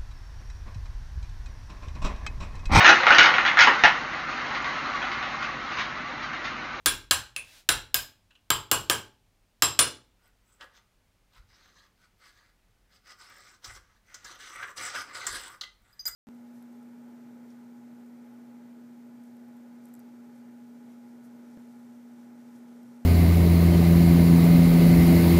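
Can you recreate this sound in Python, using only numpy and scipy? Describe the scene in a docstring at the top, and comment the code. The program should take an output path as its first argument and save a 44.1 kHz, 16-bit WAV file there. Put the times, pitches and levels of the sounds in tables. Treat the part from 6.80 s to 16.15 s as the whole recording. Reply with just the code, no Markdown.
"""A small workshop: a steel pin is tapped against the lock ring of a freewheel clamped in a bench vise.
Each blow clacks, rings the freewheel and thuds through the bench. Then the pin pushes the loosened ring
round its gritty thread in short strokes that grind, rasp and slip, until the ring comes free and chinks.
Underneath, the vise hums, the bench rocks and a sleeve brushes once over quiet room tone."""
import sys
import numpy as np
from scipy import signal
from scipy.fft import rfft, irfft, next_fast_len
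from scipy.io import wavfile
from scipy.ndimage import map_coordinates

SR = 44100
rng = np.random.default_rng(int(sys.argv[2]) if len(sys.argv) > 2 else 0)


def store_wav(level_fs):
    """Save 16-bit WAV to argv[1]."""
    pcm = np.round(np.clip(np.atleast_2d(level_fs), -1, 1) * 32767)
    wavfile.write(sys.argv[1], SR, pcm.T.astype(np.int16))


N = 412335

# blows on the pin: start_s, level_db, ping_hz, chatter_t60_s, weight_db, bright_db, rocking_db,
# then extra_db for each of the four freewheel modes
BLOWS = [(0.0597, -1, 3400, 0.029, -8, 2.5, -38.5, 11.5, -2, 3, -2),
         (0.31, -0.5, 4110, 0.028, -8, -0.5, -42, 8.5, 2, -1, -5),
         (0.5629, -18, 2630, 0.018, -20.5, -2, -61, 2.5, -20, 3.5, -10.5),
         (0.8897, -1, 3980, 0.027, -2, -1, -39.5, 6, -0.5, 0, -0.5),
         (1.1434, -4, 5040, 0.018, -10.5, 12, -49, 5, -5.5, -7, 0),
         (1.7036, -1.5, 3040, 0.015, 6.5, 3, -44.5, 3, 5, -11.5, 1.5),
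         (1.9142, -2.5, 2910, 0.021, 6.5, 5, -48.5, -5, 8, -1.5, 4.5),
         (2.098, -2, 3120, 0.022, 3.5, 2.5, -58.5, 0, 1.5, -3, -5),
         (2.8221, 1, 5190, 0.019, 0, -2.5, -53, -2, 7.5, -6.5, 3.5),
         (2.9906, 0, 2910, 0.041, -1.5, -6, -58.5, 4.5, 2, 8, 0.5)]
# pin, freewheel and vise pressed together, heavily damped: pitch_hz, width_hz, level_db
CLAMPED_MODES = [(396, 290, -7.5), (1005, 330, -2.5), (1290, 260, 0), (1613, 180, 2), (2800, 650, 0),
                 (3500, 330, 1.5), (4030, 320, 0.5), (5140, 590, -1.5), (5900, 630, -3.5), (7400, 900, -3),
                 (8880, 300, -6), (11080, 620, -11.5), (12650, 670, -8), (13500, 1500, -7.5),
                 (15680, 870, -14)]
# low resonances of vise and bench: pitch_hz, width_hz, level_db
BENCH_MODES = [(84.92, 17, -1.5), (104, 17, 4.5), (132, 22, -2), (192, 36, -6.5), (280, 34, -10.5)]
# resonances under the sliding thread: pitch_hz, width_hz, level_db
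THREAD_MODES = [(305, 240, -17), (567, 320, -12.5), (940, 230, -11.5), (1197, 140.5, -4), (1518, 200, -2.5),
                (1632, 150, -2.5), (2008, 390, -6)]


def amp(db):
    """Decibels to gain."""
    return 10 ** (np.asarray(db) / 20)


def unit(x):
    """Scaled to rms 1."""
    return x / np.sqrt(np.mean(x ** 2) + 1e-20)


def along(points, hz):
    """A curve of (Hz, value) points, read on a log frequency axis."""
    freqs, values = np.transpose(points)
    return np.interp(np.log(hz + 1), np.log(freqs), values)


def wobble(rate):
    """A smooth random curve, rate knots a second."""
    knots = rng.standard_normal(int(N * rate / SR) + 4)
    coarse = np.arange(0, N, 16)
    return np.interp(np.arange(N), coarse, map_coordinates(knots, [coarse * rate / SR]))


def filtered(x, response):
    """x through a filter given as a complex response of frequency."""
    size = next_fast_len(len(x) + SR // 4)
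    return irfft(rfft(x, size) * response(np.fft.rfftfreq(size, 1 / SR)), size)[:len(x)]


def resonances(modes, f):
    """Causal response of (pitch_hz, width_hz, level_db) modes, alternating in polarity."""
    return sum((-1) ** k * amp(db) * 1j * f * width / (hz * hz - f * f + 1j * f * width)
               for k, (hz, width, db) in enumerate(modes))


def noise(response):
    """Noise of rms 1, coloured by a frequency response."""
    return unit(filtered(rng.standard_normal(N), response))


def fade(t, t60):
    """A decay that loses 60 dB in t60 seconds."""
    return np.exp(-np.log(1000) * t / max(t60, 1e-3))


def ringing(t, hz, t60, unrest_rad):
    """A fading mode whose phase is jostled by the parts that touch it."""
    jostle = map_coordinates(rng.standard_normal(len(t)), [400 * t])
    return np.sin(2 * np.pi * hz * t + unrest_rad * jostle) * fade(t, t60)


def add(track, start_s, sound):
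    """Mix a sound into the track."""
    part = track[round(start_s * SR):][:len(sound)]
    part += sound[:len(part)]


def room_tone():
    """A faint, steady bed, mostly low rumble."""
    # spectrum of the quiet room: freq_hz, level_db
    spectrum = [(12, -30.5), (20, -3), (48, 3), (68, -10.5), (101, -2.5), (146, -15), (177, -9),
                (328, -17.5), (849, -20.5), (1330, -24), (1960, -24.5), (2320, -23.5), (16000, -36)]
    return amp(-68.5) * noise(lambda f: amp(along(spectrum, f)))


def workshop_echo(x):
    """Dense echoes from bench and walls; the treble dies first."""
    # reverb time: freq_hz, t60_s
    decay = [(100, .5), (400, 0.35), (1500, 0.29), (4000, 0.31), (7500, 0.2745), (9500, 0.23),
             (15000, 0.25)]
    # reverb colour: freq_hz, level_db
    colour = [(100, 3.5), (1200, 2), (4000, -4), (8000, -5), (10000, -1), (15000, -8)]
    hz, t, spectrogram = signal.stft(rng.standard_normal(SR // 2), SR, nperseg=256)
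    t60 = along(decay, hz)[:, None]
    envelope = np.exp(-np.log(1000) * t / t60) * np.sqrt(2 * np.log(1000) / (t60 * SR))
    tail = signal.istft(spectrogram * envelope * amp(along(colour, hz))[:, None], SR, nperseg=256)[1]
    predelay = round(0.004 * SR)
    return signal.fftconvolve(x, np.pad(tail, (predelay, 0)))[:N]


def sleeve(peak_s=0.77, swell_s=0.13, fall_s=0.054):
    """Cloth swells and dies away as the arm passes."""
    # spectrum of brushing cloth: freq_hz, level_db
    cloth = [(180, -43), (300, -6), (412, -14.5), (555, -7), (1250, -11), (1390, -5.5), (3830, -2),
             (16000, -16.5)]
    t = np.arange(N) / SR - peak_s
    envelope = np.exp(-(t / np.where(t < 0, swell_s, fall_s)) ** 2)
    return amp(-55) * envelope * noise(lambda f: amp(along(cloth, f)))


def bench_rocking(grind, rise_s=0.035):
    """The bench rocks after each blow or nudge, and rumbles a little under every push."""
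    # the hand leans on the vise: start_s, level_db
    nudges = [(4.55, -50), (6.86, -47.5), (8.48, -50), (9.26, -58)]
    jolts = [(blow[0], blow[6]) for blow in BLOWS] + list(nudges)
    swing, t = np.zeros(N), np.arange(SR) / SR
    swell = np.minimum(t / rise_s, 1) * fade(np.maximum(t - rise_s, 0), t60=0.57)
    for start_s, db in jolts:
        add(swing, start_s, amp(db) * swell)
    rock = noise(lambda f: resonances([(43, 16, 4.5), (103, 28, -3)], f))
    rumble = noise(lambda f: resonances(BENCH_MODES, f))
    return amp(-3.5) * swing * rock + amp(-25.5) * grind * rumble


def vise_hum(pitch_hz=864):
    """The more weight a blow puts into the vise, the louder its one long mode."""
    out, t = np.zeros(N), np.arange(SR) / SR
    hum = np.sin(2 * np.pi * pitch_hz * t) * fade(t, t60=0.5)
    for start_s, db, _, _, weight_db, *_ in BLOWS:
        add(out, start_s, amp(db - 45.5 + 0.6 * weight_db) * hum)
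    return out


def grit_ticks(rasp, ticks_per_s=170, top_hz=8000):
    """Specks of grit crack at random while the tip bites, and click through the clamped steel."""
    impulse = signal.unit_impulse(SR // 50)
    click = filtered(impulse, lambda f: resonances(CLAMPED_MODES, f) / (1 + 1j * f / top_hz) ** 2)
    cracks = (rng.random(N) < ticks_per_s / SR) * amp(2.5 * wobble(200))
    return amp(-9) * rasp * unit(signal.oaconvolve(cracks, click)[:N])


def pin_slips():
    """The tip catches and slips: a short gritty burst through the steel, each with its own pitch."""
    # slips of the tip: start_s, level_db, centre_hz, rise_s
    slips = [(1.506, -44, 2620, .001), (1.552, -44.5, 2680, 0.002), (3.8087, -31.5, 3020, .0004),
             (6.842, -22, 5500, 0.0082), (6.9482, -35, 6100, .008), (7.342, -27.5, 6200, 0.0035),
             (7.444, -29.5, 5960, 0.0042), (7.8248, -19.5, 1590, .009), (7.879, -29, 1600, 0.0035),
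             (7.973, -24.5, 5140, 0.004), (8.155, -20, 1580, 0.0071), (8.348, -26, 4940, 0.0076),
             (8.466, -15, 7700, 0.0018), (8.8106, -21, 4100, .0005), (8.834, -27, 3500, .003),
             (9.1935, -42, 5200, 0.00082), (9.2539, -25, 6960, .001), (9.278, -22, 7960, 0.00068)]
    out, t = np.zeros(N), np.arange(SR // 4) / SR
    for start_s, db, hz, rise_s in slips:
        grit = rng.standard_normal(len(t))
        band = [(hz, 0.24 * hz, 0)]
        tip = unit(filtered(grit, lambda f: resonances(CLAMPED_MODES, f) * resonances(band, f)))
        thread = unit(filtered(grit, lambda f: resonances(THREAD_MODES, f)))
        envelope = (1 - fade(t, 4 * rise_s)) * fade(t, t60=0.069)
        add(out, start_s, amp(db - 12) * (tip + amp(-9) * thread) * envelope)
    return out


def hand_pushes(firm_db=-39, sag_db_per_s=11, touch_s=3.25):
    """Envelopes of grind, rasp and hiss: pressure drives all, a biting tip adds rasp, a sharp one hiss."""
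    # pushes that turn the ring: start_s, length_s, pressure_db, bite_db, sharp_db
    strokes = [(3.434, 0.044, -63, -9.5, 6), (3.67, 0.096, -74, -4, 13), (3.811, 0.032, -47, -10.5, 0.5),
               (3.942, 0.036, -58, -1, -10), (4.541, 0.041, -61, 1.5, -6), (4.695, 0.37, -65, 0, -13),
               (5.204, 0.047, -67, 1, -2), (5.411, 0.083, -60.5, -0.5, -1), (5.51, 0.19, -67.5, -0.5, -7),
               (6.127, 0.039, -61.5, 0.5, -6), (6.267, .055, -53.5, 0, -2), (6.385, 0.12, -53, -3.5, 1.5),
               (6.515, .24, -58.5, -1, -2), (6.838, .075, -49, -4.5, 4.5), (6.943, 0.03, -55.5, 0.5, 4),
               (7.018, 0.16, -68, -8, -16), (7.28, 0.23, -62, -1, -5), (7.455, 0.06, -50, -4.5, -2),
               (7.537, 0.027, -52.5, -3.5, -7), (7.595, .165, -48, -3, 1.5), (7.754, 0.16, -44, -11.5, 3),
               (7.969, 0.1, -39.5, -2.5, 3.5), (8.077, 0.073, -42.5, -4.5, -3),
               (8.15, 0.069, -35.5, -4.5, -2.5), (8.245, 0.11, -46, -14, -5),
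               (8.346, 0.038, -42.5, -1.5, 5.5), (8.398, 0.088, -40, -7, 0), (8.471, 0.09, -38, -2.5, 6.5),
               (8.568, .11, -47, -2, 7), (8.677, 0.077, -51, -13, 9), (9.037, 0.17, -69.5, -8, 7)]
    grind, rasp, hiss = np.zeros((3, N))
    t = np.arange(-(SR // 10), SR // 2) / SR
    for start_s, length_s, db, bite_db, sharp_db in strokes:
        attack_s = 0.004 + 0.0004 * max(firm_db - db, 0)  # lighter pushes swell more slowly
        swell = 0.5 + 0.5 * np.tanh(0.5 * t / attack_s)
        release = fade(np.maximum(t - length_s, 0), t60=0.09)
        pressure = amp(db - sag_db_per_s * t) * swell * release
        add(grind, start_s + t[0], pressure)
        add(rasp, start_s + t[0], amp(bite_db) * pressure)
        add(hiss, start_s + t[0], amp(bite_db + sharp_db) * pressure)
    resting_rub = amp(-83.5) * (np.arange(N) / SR > touch_s)
    tremor = amp(1.26 * wobble(28))
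    return np.array([grind + resting_rub, rasp, hiss]) * tremor


def friction(modes, grit_db, grit_rate, shift_db=2.5):
    """Tiny stick-slip contacts of uneven size; as the contact travels, each resonance swells and fades."""
    grains = rng.standard_normal(N) * amp(grit_db * wobble(grit_rate) + 1.4 * wobble(60))
    voices = 0
    for k, (hz, width, db) in enumerate(modes):
        voice = signal.lfilter(*signal.iirpeak(hz, hz / width, SR), grains)
        drift = wobble(11) + 0.6 * wobble(40)
        voices += (-1) ** k * voice * amp(db + shift_db * drift)
    low_hz, high_hz = 0.75 * modes[0][0], 1.4 * modes[-1][0]
    bandpass = lambda f: 1 / np.sqrt((1 + (low_hz / (f + 1)) ** 4) * (1 + (f / high_hz) ** 8))
    return unit(filtered(voices, bandpass))


def pin_song():
    """The sliding pin sings: a narrow band of friction noise glides with its angle."""
    # the pin's glide: time_s, pitch_hz
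    glide = [(3.301, 3052), (6.298, 5100), (7.301, 5970), (8.05, 5950), (8.169, 5010), (8.37, 5000),
             (8.5, 3540)]
    pitch_hz = np.interp(np.arange(N) / SR, *np.transpose(glide))
    flutter = noise(lambda f: 1 / (1 + (f / 330) ** 2))
    return flutter * np.sin(2 * np.pi * np.cumsum(pitch_hz) / SR)


def ring_turning(grind, rasp, hiss):
    """The ring grinds in its thread while the pin rasps over its face."""
    # resonances under a biting tip: pitch_hz, width_hz, level_db
    rasp_modes = [(3050, 720, -4), (4100, 960, -1.5), (5030, 410, 1.5), (6160, 500, -3)]
    # resonances under a sharp tip: pitch_hz, width_hz, level_db
    hiss_modes = [(7705, 540, 4.5), (8270, 580, -1.5), (8730, 200, -3), (9400, 1300, -7), (14100, 140, -12),
                  (13500, 520, -20), (14300, 2000, -20.5)]
    # thin sheen on top, growing more slowly than the hiss: pitch_hz, width_hz, level_db
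    sheen_modes = [(10955, 1870, -17), (13900, 380, 1), (15260, 1100, -12)]
    thread = amp(-4) * grind * friction(THREAD_MODES, grit_db=2, grit_rate=300)
    song = amp(-7) * rasp * pin_song()
    tip = amp(-5) * rasp * friction(rasp_modes, grit_db=1, grit_rate=370, shift_db=3)
    edge = amp(-10.5) * hiss * friction(hiss_modes, grit_db=3, grit_rate=310)
    sheen = amp(-46.5) * hiss ** 0.52 * friction(sheen_modes, grit_db=6, grit_rate=210)
    return thread + song + tip + edge + sheen


def ring_chinks():
    """The freed ring chatters on its seat; the quick contacts pump its modes."""
    # modes of the freed ring: pitch_hz, t60_s
    ring_modes = [(2030, 0.072), (4903, 0.077), (6240, 0.034), (13454, 0.1)]
    # contacts with the seat: start_s, rise_s, then level_db for each of the four modes
    contacts = [(8.81, 0.00081, -67, -67, -40, -72), (8.835, 0.0034, -37, -72, -51, -68.5),
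                (9.128, .002, -80, -56, -80, -63.5), (9.193, 0.0039, -72, -31.5, -41, -51),
                (9.205, 0.0046, -77, -38, -37, -69), (9.254, 0.0032, -55, -27, -60, -36),
                (9.263, 0.0052, -51, -21, -62, -27.5), (9.277, 0.003, -43.5, -53, -62.5, -45)]
    out, t = np.zeros(N), np.arange(SR // 3) / SR
    for k, (hz, t60) in enumerate(ring_modes):
        envelope = np.zeros(N)
        for start_s, rise_s, *mode_db in contacts:
            add(envelope, start_s, amp(mode_db[k]) * (1 - fade(t, 4 * rise_s)) * fade(t, t60))
        unrest = 0.3 * wobble(250)  # rubbing on the seat unsettles the phase
        out += envelope * np.sin(2 * np.pi * hz * np.arange(N) / SR + unrest)
    return out


def pin_blows():
    """Steel chatters on steel for a few milliseconds; the freewheel rings on and the bench thuds."""
    # the freewheel's four modes: pitch_hz
    freewheel_hz = [1602, 7567, 9427, 11712]
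    # how each of them rings on: level_db, t60_s, unrest_rad
    freewheel_modes = [(-31, 0.13, 0.74), (-25.5, 0.19, 1), (-16, 0.073, .4), (-22, 0.07, 0.43)]
    out, t = np.zeros(N), np.arange(SR // 4) / SR
    for start_s, db, ping_hz, chatter_t60, weight_db, bright_db, _, *extra_db in BLOWS:
        rattle = amp(-17.5) * fade(t, t60=0.023)  # loose parts inside
        contact = rng.standard_normal(len(t)) * (fade(t, chatter_t60) + rattle)
        tilt = [(1200, 0.49 * weight_db), (2400, 0.005), (9000, 0.0048), (12500, 0.71 * bright_db)]
        clack = filtered(contact, lambda f: resonances(CLAMPED_MODES, f) * amp(along(tilt, f)))
        # a light tap leaves the pin free to ping; a hard one damps it
        ping = amp(-13.5 - 0.49 * db) * ringing(t, ping_hz, t60=0.016 * amp(-0.4 * db), unrest_rad=0.48)
        # the first instant of contact is a bright crack
        burst = rng.standard_normal(len(t)) * fade(t, t60=0.007)
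        crack = filtered(burst, lambda f: resonances([(5340, 1100, 0), (13200, 1700, bright_db - 6)], f))
        wheel = sum(amp(level + extra) * ringing(t, hz, t60, unrest)
                    for hz, (level, t60, unrest), extra in zip(freewheel_hz, freewheel_modes, extra_db))
        thud = filtered(fade(t, t60=0.0039), lambda f: resonances(BENCH_MODES, f))
        steel = amp(-2) * clack + amp(-6) * crack + ping + amp(-3.5) * wheel
        add(out, start_s, amp(db) * (steel + amp(-15 + 0.49 * weight_db) * thud))
    return out


def scene():
    """The work at the vise, its echoes and the background, in mono."""
    grind, rasp, hiss = hand_pushes()
    scraping = ring_turning(grind, rasp, hiss) + grit_ticks(rasp) + pin_slips()
    chinks = ring_chinks()
    # each side of the steel sends its own mix of a blow to a different wall
    blow_echoes = sum(workshop_echo(pin_blows()) for _ in range(3))
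    echoes = amp(-4.5) * blow_echoes + amp(-3.5) * workshop_echo(scraping + chinks)
    direct = pin_blows() + amp(1.5) * scraping + chinks
    background = vise_hum() + bench_rocking(grind) + sleeve() + room_tone()
    return (direct + echoes + background)[None]


def record(dry):
    """Soft clipping rounds off the highest peaks, then a steep low-pass cuts the very top."""
    ceiling, top_hz = 0.68, 15850
    rounded = dry[0] / (1 + (dry[0] / ceiling) ** 4) ** (1 / 4)
    return filtered(rounded, lambda f: 1 / (1 + (f / top_hz) ** 100))[None]


dry = scene()
out = record(dry)
store_wav(out)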